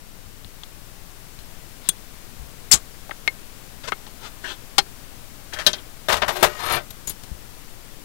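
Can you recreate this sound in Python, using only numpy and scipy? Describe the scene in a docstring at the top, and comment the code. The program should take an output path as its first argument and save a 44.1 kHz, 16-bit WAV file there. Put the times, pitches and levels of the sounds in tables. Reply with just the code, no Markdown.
"""Coffee on a tailgate

Outdoors, a coffee can is knocked and rubbed; its plastic lid snaps off the rim and is put down.
A metal spoon clatters on the table, is dragged off it and clinks against the can. Each hit is a burst
of dying noise plus a few clear modes; each scrape is a stream of tiny slips through such a ring.
The close microphone purrs faintly, feeds the left channel only and overloads on the sharpest snaps."""
import sys
import numpy as np
from scipy import signal
from scipy.fft import rfft, irfft
from scipy.io import wavfile
from scipy.ndimage import uniform_filter1d

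SR = 44100
rng = np.random.default_rng(int(sys.argv[2]) if len(sys.argv) > 2 else 0)


def master_out(mix):
    """Clip the mix to full scale and print it as 16-bit PCM to the path in sys.argv[1]."""
    frames = np.transpose(np.atleast_2d(mix))
    ceiling = np.clip(frames, -1, 1)
    pcm = np.round(ceiling * 32767).astype(np.int16)
    wavfile.write(sys.argv[1], SR, pcm)


N = 354563
RING_SAMPLES = 16384
T, HZ = np.arange(RING_SAMPLES) / SR, np.fft.rfftfreq(RING_SAMPLES, 1 / SR)  # axes of one ring
TIME = np.arange(N) / SR

# noise beds: f/Hz, density/dB
AIR_SPECTRUM = [(5, -55.5), (20, -80), (50, -71), (100, -69), (200, -73), (500, -78.5), (1000, -81),
                (3000, -84.5), (10000, -87.5), (15500, -88.5)]
HISS_SPECTRUM = [(20, -73), (50, -79.5), (100, -86), (300, -89.5), (1000, -93), (5000, -95), (15500, -96.5)]
# slow swell of the air: t/s, level/dB
AIR_FADER = [(0, -2), (1.5, 0.5), (3, 1), (5, 1), (8, 0.5)]
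# dull bumps of hands and can: t/s, level/dB, f/Hz, t60/s
BUMPS = [(0.261, -33, 88, 0.2), (0.449, -31.5, 86, 0.16), (1.389, -32, 55, 0.16), (1.89, -27.5, 172, 0.087),
         (2.397, -26, 59, 0.27), (2.739, -17.5, 54.4, 0.12), (4.786, -25, 150, .07),
         (6.128, -26, 74.7, 0.37), (6.429, -37, 80, 0.41), (7.237, -27.5, 90, 0.045),
         (7.316, -18, 64, 0.11)]
# hits: t/s, level/dB, t60/s, contact/ms, struck spot f/Hz, spot boost/dB
CAN_HITS = [(.446, -31, 0.02, 0.2, 3730, 11), (0.634, -24.5, 0.02, 0.1, 3420, 10),
            (1.389, -37.5, 0.054, 0.074, 4000, 6), (3.0946, -21.5, 0.015, 0.94, 640, 17),
            (3.11, -17, 0.022, 0.48, 1830, 11), (3.277, -2, 0.02, 0.21, 2145, 18.5),
            (3.921, -9.5, 0.03, 0.52, 1280, 5.5), (4.066, -34.5, 0.08, 0.16, 850, 18),
            (4.7818, 1.5, 0.045, 0.088, 4900, 7)]
RIM_SNAPS = [(1.8888, 1, 0.026, 0.052, 8260, 20), (2.7345, -1, 0.081, 0.13, 7000, 16.5)]
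LID_LANDINGS = [(5.525, -28.5, 0.17, 0.37, 1760, 20), (5.535, -20.5, 0.059, .11, 1000, 2.5),
                (5.564, -28, 0.2, 0.15, 1650, 25), (5.588, -19, 0.14, 0.13, 1690, 14),
                (5.6645, 4, 0.034, 0.07, 4360, 13.5), (5.7315, -15.5, 0.057, 0.14, 4130, 8.5),
                (5.784, -34, 0.07, 0.33, 3660, 14)]
SPOON_ON_CAN = [(6.724, -20, 0.11, .04, 10500, 21), (6.905, -24.5, 0.029, 0.1, 3730, 10),
                (7.073, -17, 0.067, .04, 6740, 19), (7.095, -18.5, 0.072, 0.036, 10700, 10),
                (7.234, -30, 0.037, 0.14, 13900, 13)]
# the spoon hits the table: t/s, level/dB, t60/s, contact/ms, struck spot f/Hz
SPOON_ON_TABLE = [(6.0854, -11.5, 0.24, 0.094, 1720), (6.1237, -8.5, 0.084, 0.1, 4070),
                  (6.167, -16, 0.039, 0.096, 3220), (6.219, -7, 0.052, 0.2, 1920),
                  (6.280, -12, 0.11, 0.1, 1150), (6.363, -19, 0.044, 0.057, 3500),
                  (6.4271, 0.5, 0.077, 0.076, 1050)]
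# the hardest knock's bright, overloaded crack, then its hollow pop:
# delay/s, level against the knock/dB, t60/s, contact/ms, ring f/Hz, ring boost/dB
CRACK_AND_POP = [(0.0005, -0.5, 0.019, .025, 14200, 22), (0.0027, -8, 0.053, 0.45, 820, 8)]
# the lid rubs the can: peak t/s, level/dB, rise/s, fall/s, rubbed spot f/Hz, spot boost/dB
RUB_STROKES = [(1.88, -40, 0.034, 0.0077, 3760, 14), (2.7135, -14.5, 0.0018, 0.0029, 2470, 18),
               (3.839, -31.5, 0.0033, 0.02, 990, -4), (3.884, -22.5, 0.0076, 0.007, 1200, 2),
               (4.255, -33, 0.026, 0.02, 3600, 3), (4.443, -26, 0.0044, 0.026, 1720, 12.5),
               (4.502, -28, 0.035, 0.023, 3200, 9.5)]
# the spoon slides: t/s, length/s, level/dB, swell/(dB/s), contact/ms, hollow panel boost/dB
SPOON_SLIDES = [(6.25, 0.029, -23.5, -130, 0.5, 7), (6.315, 0.13, -29, 6, 0.12, 17),
                (6.485, 0.12, -35, 22, 0.14, -1), (6.588, 0.15, -26.5, 66.5, 0.18, 11.5)]
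# tone colours of the dense ringing: f/Hz, level/dB
CAN_COLOUR = [(60, -26), (300, -7.5), (600, -4.5), (1300, 3.5), (2200, -3), (3200, 6), (5000, 0),
              (8000, -5), (15000, -30)]
RUB_COLOUR = [(60, -8), (400, -5.5), (800, -5), (1500, -1.5), (2300, -9.5), (3300, -7), (5000, -10.5),
              (8000, -7), (15000, -21)]
LID_COLOUR = [(60, -3), (250, -10), (700, -10), (1500, -6.5), (2800, -9), (3700, -6.5), (6000, -10),
              (8000, -6), (11000, -4), (15000, -4.5)]
LANDING_COLOUR = [(60, -6.5), (300, -11.5), (620, -5), (1000, -7.5), (2200, -10.5), (3300, -10),
                  (5500, -10), (8000, -16), (15000, -12.5)]
TABLE_COLOUR = [(60, -2.5), (250, -8.5), (400, -8), (600, 0.5), (1000, 2.5), (2000, -2.5), (3500, -6),
                (6000, -11), (9500, -15), (14000, -11)]
SPOON_COLOUR = [(100, 3), (700, -10.5), (2000, -14), (3600, -7.5), (5500, -10.5), (8000, -10.5),
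                (12000, -16), (15500, -13)]
# clear modes: f/Hz, level/dB, free t60/s
CAN_PARTIALS = [(389, -22.5, 0.16), (805, -19, 0.056), (1275, -17, 0.016), (1350, -24, 0.041),
                (1816, -22, 0.061), (2160, -16, 0.057), (2880, -34, 0.084), (3240, -40, 0.039),
                (4180, -14, 0.062), (4540, -30, 0.13)]
LID_PARTIALS = [(3365, -21.5, 0.071), (4330, -33, 0.03), (5000, -50, 0.069), (4660, -23, 0.019),
                (6440, -19.5, 0.059), (7650, -32, 0.048), (7400, -13, 0.021), (8100, -24, 0.018),
                (8140, -24, 0.036), (9080, -21, 0.072)]
LANDING_PARTIALS = [(375.6, -20, 0.24), (610, -14.5, 0.17), (1545, -19, 0.12), (1750, -20, 0.21),
                    (2860, -23, 0.08), (3210, -11, 0.067), (3640, -20, 0.085), (3957, -12.5, 0.066),
                    (4460, -26, 0.042), (4640, -18, 0.08), (5280, -30, 0.09), (6150, -14, 0.025)]
TABLE_PARTIALS = [(370, -20, 0.15), (437.3, -20, 0.26), (594, -12.5, 0.17), (646, -17, 0.074),
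                  (885, -21.5, 0.24), (1002, -22, 0.2), (1080, -33, .12), (1247, -16.5, 0.19),
                  (1560, -19, 0.12), (1690, -24.5, 0.11), (1792, -21, 0.1), (1882, -17.5, 0.15),
                  (2830, -26, 0.096), (3044, -20, 0.096), (3630, -17, 0.066), (4160, -22.5, 0.064),
                  (5520, -24.5, 0.076), (7370, -27, 0.066)]
SPOON_PARTIALS = [(6950, -14.5, 0.084), (8370, -15, 0.066), (9100, -6.5, .07), (10820, -14, 0.072),
                  (11300, -14, 0.094), (12900, -4, 0.042), (14000, -11, .06), (15800, -11, .08)]


def amp(db):
    """Decibels to gain."""
    return 10 ** (np.asarray(db) / 20)


def unit(x):
    """Scales to an energy of one."""
    return x / np.sqrt(np.sum(x ** 2) + 1e-20)


def eq_curve(points, hz):
    """Gain of a spectrum table on a log-frequency axis."""
    f, db = np.transpose(points)
    return amp(np.interp(np.log(hz + 1), np.log(f + 1), db))


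def add(mix, s, sound):
    """Mixes a sound in at time s."""
    part = mix[round(s * SR):][:len(sound)]
    part += sound[:len(part)]


def decay(t60):
    """Envelope that falls 60 dB in t60 seconds."""
    return np.exp(-np.log(1000) * T / max(t60, 1e-3))


def minimum_phase(gain):
    """Causal frequency response: nothing sounds before the hit."""
    log_gain = np.log(np.maximum(gain / gain.max(), 1e-5))
    mirrored = np.r_[log_gain, log_gain[-2:0:-1]]
    return np.exp(np.conj(signal.hilbert(mirrored)))[:len(gain)]


def contact(contact_ms, spot_hz=1000, boost_db=0, width=0.1):
    """What a touch excites: less treble when it lasts longer, and a bell EQ at the spot's pitch."""
    lowpass = 1 / np.sqrt(1 + (HZ * contact_ms / 1000) ** 6)
    return lowpass * (1 + (amp(boost_db) - 1) / (1 + (np.log(HZ / spot_hz) / width) ** 2))


def dense_ring(colour, t60, rise_s, chatter_db=3):
    """Countless overlapping modes: a coloured, dying noise of unit energy."""
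    chatter = amp(chatter_db * np.interp(T * 900, np.arange(400), rng.standard_normal(400)))
    envelope = chatter * decay(t60) * (1 - np.exp(-T / rise_s))
    spectrum = rfft(rng.standard_normal(RING_SAMPLES) * envelope)
    broad = np.sqrt(uniform_filter1d(abs(spectrum) ** 2, 161))  # chance sets only the fine comb
    return unit(irfft(spectrum * minimum_phase(colour / broad)))


def clear_ring(modes, drive, scatter_db=4.5):
    """The modes that stand out, as damped sines; every touch shares its force among them anew."""
    out = np.zeros(RING_SAMPLES)
    for hz, db, t60 in modes:
        gain = amp(db + scatter_db * rng.standard_normal()) * np.interp(hz, HZ, drive)
        out += gain * unit(decay(t60) * np.sin(2 * np.pi * (hz * T + rng.random())))
    return out


def body_ring(colour, modes, drive, t60, rise_s):
    """Dense and clear ringing under one touch; a grip that damps one damps the other."""
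    tone = eq_curve(colour, HZ)
    dense_gain = np.linalg.norm(tone * drive) / np.linalg.norm(tone)
    held = [(hz, db, min(free_t60, 2.5 * t60)) for hz, db, free_t60 in modes]
    return unit(dense_gain * dense_ring(tone * drive, t60, rise_s) + clear_ring(held, drive))


def strike(hits, colour, modes, rise_s, spot_width):
    """A track of hits, each ringing the whole object."""
    out = np.zeros(N)
    for s, db, t60, contact_ms, spot_hz, boost_db in hits:
        drive = contact(contact_ms, spot_hz, boost_db, spot_width)
        ring = body_ring(colour, modes, drive, t60, rise_s)
        add(out, s, amp(db) * np.linalg.norm(decay(t60)) * ring)
    return out


def rebound(hits, gap_s, gain_db, softer, t60_ratio, body_hz, body_db):
    """The hits, each with a weaker, softer second contact that rings the body."""
    return hits + [(s + gap_s, db + gain_db, t60 * t60_ratio, contact_ms * softer, body_hz, body_db)
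                   for s, db, t60, contact_ms, _, _ in hits]


def friction(per_s, spread_db):
    """Tiny slips of uneven size at random moments, rms one."""
    size = amp(spread_db * np.minimum(rng.exponential(1, N), 4)) * rng.choice([-1, 1], N)
    return np.sqrt(N) * unit(size * (rng.random(N) < per_s / SR))


def wander(per_s):
    """A slow random curve of about unit size."""
    return np.interp(TIME * per_s, np.arange(200), rng.standard_normal(200))


def noise_bed(spectrum):
    """Steady noise of a given spectral density."""
    tone = eq_curve(spectrum, np.fft.rfftfreq(N, 1 / SR))
    return irfft(rfft(rng.standard_normal(N)) * tone, N) * np.sqrt(SR / 2)


def outdoor_air():
    """A dark wash of air that swells slightly."""
    return noise_bed(AIR_SPECTRUM) * amp(np.interp(TIME, *np.transpose(AIR_FADER)))


def microphone_purr(bursts_per_s=20, first_s=0.0185, burst_s=0.0197, spike_db=-36, sag_db=-28.5):
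    """The microphone draws current in bursts: a spike at each end, and the supply sags in between."""
    current = 1.0 * ((TIME - first_s) % (1 / bursts_per_s) < burst_s)
    current -= current.mean()
    sag = signal.lfilter(*signal.butter(1, 101, fs=SR), current)
    coupling = signal.butter(1, 13, "high", fs=SR)
    return signal.lfilter(*coupling, amp(spike_db) * current - amp(sag_db) * sag)


def hand_bumps():
    """Soft pushes on the can: a few low cycles each, with a quieter, shorter overtone."""
    out = np.zeros(N)
    for s, db, hz, t60 in BUMPS:
        add(out, s, amp(db) * decay(t60) * np.sin(2 * np.pi * hz * T))
        add(out, s, amp(db - 9) * decay(t60 * 0.73) * np.sin(2 * np.pi * hz * 2.33 * T))
    return out


def can_knocks(crack_above_db=-6, crack_below_ms=0.17):
    """Knocks ring the can; the hardest adds a bright, overloaded crack, then a hollow pop."""
    knocks = rebound(CAN_HITS, gap_s=0.004, gain_db=-15, softer=6.2, t60_ratio=0.53,
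                     body_hz=1230, body_db=5)
    for s, db, _, contact_ms, _, _ in CAN_HITS:
        if db > crack_above_db and contact_ms < crack_below_ms:
            knocks += [(s + delay, db + part_db, *ring) for delay, part_db, *ring in CRACK_AND_POP]
    return strike(knocks, CAN_COLOUR, CAN_PARTIALS, rise_s=0.0001, spot_width=0.084)


def lid_rubs(contact_ms=0.18):
    """Plastic slips over the can's rim in short strokes."""
    out, slips = np.zeros(N), friction(per_s=6400, spread_db=-4.5)
    for s, db, rise, fall, spot_hz, boost_db in RUB_STROKES:
        stroke = np.exp(-((TIME - s) / np.where(TIME < s, rise, fall)) ** 2 / 2)
        drive = contact(contact_ms, spot_hz, boost_db, width=0.18)
        body = dense_ring(eq_curve(RUB_COLOUR, HZ) * drive, t60=0.016, rise_s=0.0013)
        out += amp(db) * signal.oaconvolve(slips * stroke, body)[:N]
    return out


def lid_snaps():
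    """The lid's rim snaps over the can's edge and peels free."""
    snaps = rebound(RIM_SNAPS, gap_s=0.00103, gain_db=-16, softer=4.5, t60_ratio=1.47,
                    body_hz=3700, body_db=22)
    return strike(snaps + lid_peel(), LID_COLOUR, LID_PARTIALS, rise_s=0.00024, spot_width=0.16)


def lid_peel(start_s=2.7145, gap_s=0.0045, db=0.5, t60=0.049, contact_ms=0.08, boost_db=24):
    """Four quick slips, as hits whose pitch sags as the rim slackens."""
    tight_hz, slack_hz, tension_kept = 7400, 4950, 0.34
    pitches = slack_hz + (tight_hz - slack_hz) * tension_kept ** np.arange(4)
    return [(start_s + k * gap_s, db, t60, contact_ms, hz, boost_db) for k, hz in enumerate(pitches)]


def lid_put_down():
    """The lid settles on the table in a flurry of light taps."""
    taps = rebound(LID_LANDINGS, gap_s=0.009, gain_db=-14, softer=1.7, t60_ratio=3.5,
                   body_hz=3250, body_db=2.5)
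    return strike(taps, LANDING_COLOUR, LANDING_PARTIALS, rise_s=0.0026, spot_width=0.24)


def table_clatter(spot_boost_db=3.5):
    """The bouncing spoon rings the table."""
    knocks = [(*hit, spot_boost_db) for hit in SPOON_ON_TABLE]
    bounces = rebound(knocks, gap_s=0.012, gain_db=-5.5, softer=1.2, t60_ratio=1.3,
                      body_hz=660, body_db=5.5)
    return strike(bounces, TABLE_COLOUR, TABLE_PARTIALS, rise_s=0.0053, spot_width=0.3)


def spoon_clinks(bowl_db=-4.5, loss_db_per_ms=133, t60=0.073, bowl_ms=0.04, bowl_hz=11470, boost_db=15):
    """The spoon's bowl rings at each table knock, less at soft ones, then clinks on the can."""
    bowl = [(s, db + bowl_db - loss_db_per_ms * contact_ms, t60, bowl_ms, bowl_hz, boost_db)
            for s, db, _, contact_ms, _ in SPOON_ON_TABLE]
    return strike(SPOON_ON_CAN + bowl, SPOON_COLOUR, SPOON_PARTIALS, rise_s=0.0045, spot_width=0.025)


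def spoon_drag(attack_s=0.0053, release_s=0.03, hollow_hz=356, rasp_db=-17, sing_knee_db=-18):
    """The sliding spoon rings the table anew at each place; its edge catches, rasps and sings."""
    out = np.zeros(N)
    slips, catches = friction(per_s=1200, spread_db=4.5), friction(per_s=500, spread_db=0.5)
    damped = [(hz, db - 3, t60) for hz, db, t60 in TABLE_PARTIALS]  # under the spoon's weight
    glints = [amp(4 * wander(per_s=24)) for _ in SPOON_PARTIALS]  # the bowl rolls as it slides
    for start, length, level_db, swell_db_per_s, contact_ms, hollow_db in SPOON_SLIDES:
        during = round(start * SR) + np.arange(RING_SAMPLES)
        grip = np.exp(-(np.maximum(T - length, 0) / release_s) ** 2 / 2)
        lift = np.sqrt(1 - grip ** 2)
        swell = amp(level_db + swell_db_per_s * np.minimum(T, length))
        pressure = np.minimum(T / attack_s, 1) * swell * grip
        for share, ms in (grip, contact_ms), (lift, contact_ms * 1.6):  # lifting softens the touch
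            drive = contact(ms, hollow_hz, hollow_db, width=0.046)
            table = body_ring(TABLE_COLOUR, damped, drive, t60=0.094, rise_s=0.0005)
            add(out, start, signal.fftconvolve(slips[during] * pressure * share, table))
        edge = catches[during] * pressure
        rasp = dense_ring(eq_curve(SPOON_COLOUR, HZ) * contact(contact_ms / 4), t60=0.006, rise_s=0.0002)
        add(out, start, amp(rasp_db) * signal.fftconvolve(edge * grip, rasp))
        singing = edge * (pressure / amp(sing_knee_db)) ** 0.45  # it sings only when pressed
        edge_drive = contact(contact_ms / 2)  # the edge is harder than the table
        for (hz, db, t60), glint in zip(SPOON_PARTIALS, glints):
            partial = clear_ring([(hz, db - 12, t60 * 0.33)], edge_drive)
            add(out, start, signal.fftconvolve(singing * glint[during], partial))
    return out


def scene():
    """All the action is on the left; the right holds only faint hiss."""
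    bed = outdoor_air() + microphone_purr()
    can = hand_bumps() + can_knocks()
    lid = lid_rubs() + lid_snaps() + lid_put_down()
    spoon = table_clatter() + spoon_clinks() + spoon_drag()
    return np.array([bed + can + lid + spoon, noise_bed(HISS_SPECTRUM)])


def record(dry, ceiling=0.79, cutoff_hz=15800):
    """The input overloads on the hardest peaks, then a steep low-pass trims the top."""
    lowpass = signal.firwin(511, cutoff_hz, window=("kaiser", 9), fs=SR)
    return signal.oaconvolve(np.clip(dry, -ceiling, ceiling), lowpass[None], "same")


dry = scene()
out = record(dry)
master_out(out)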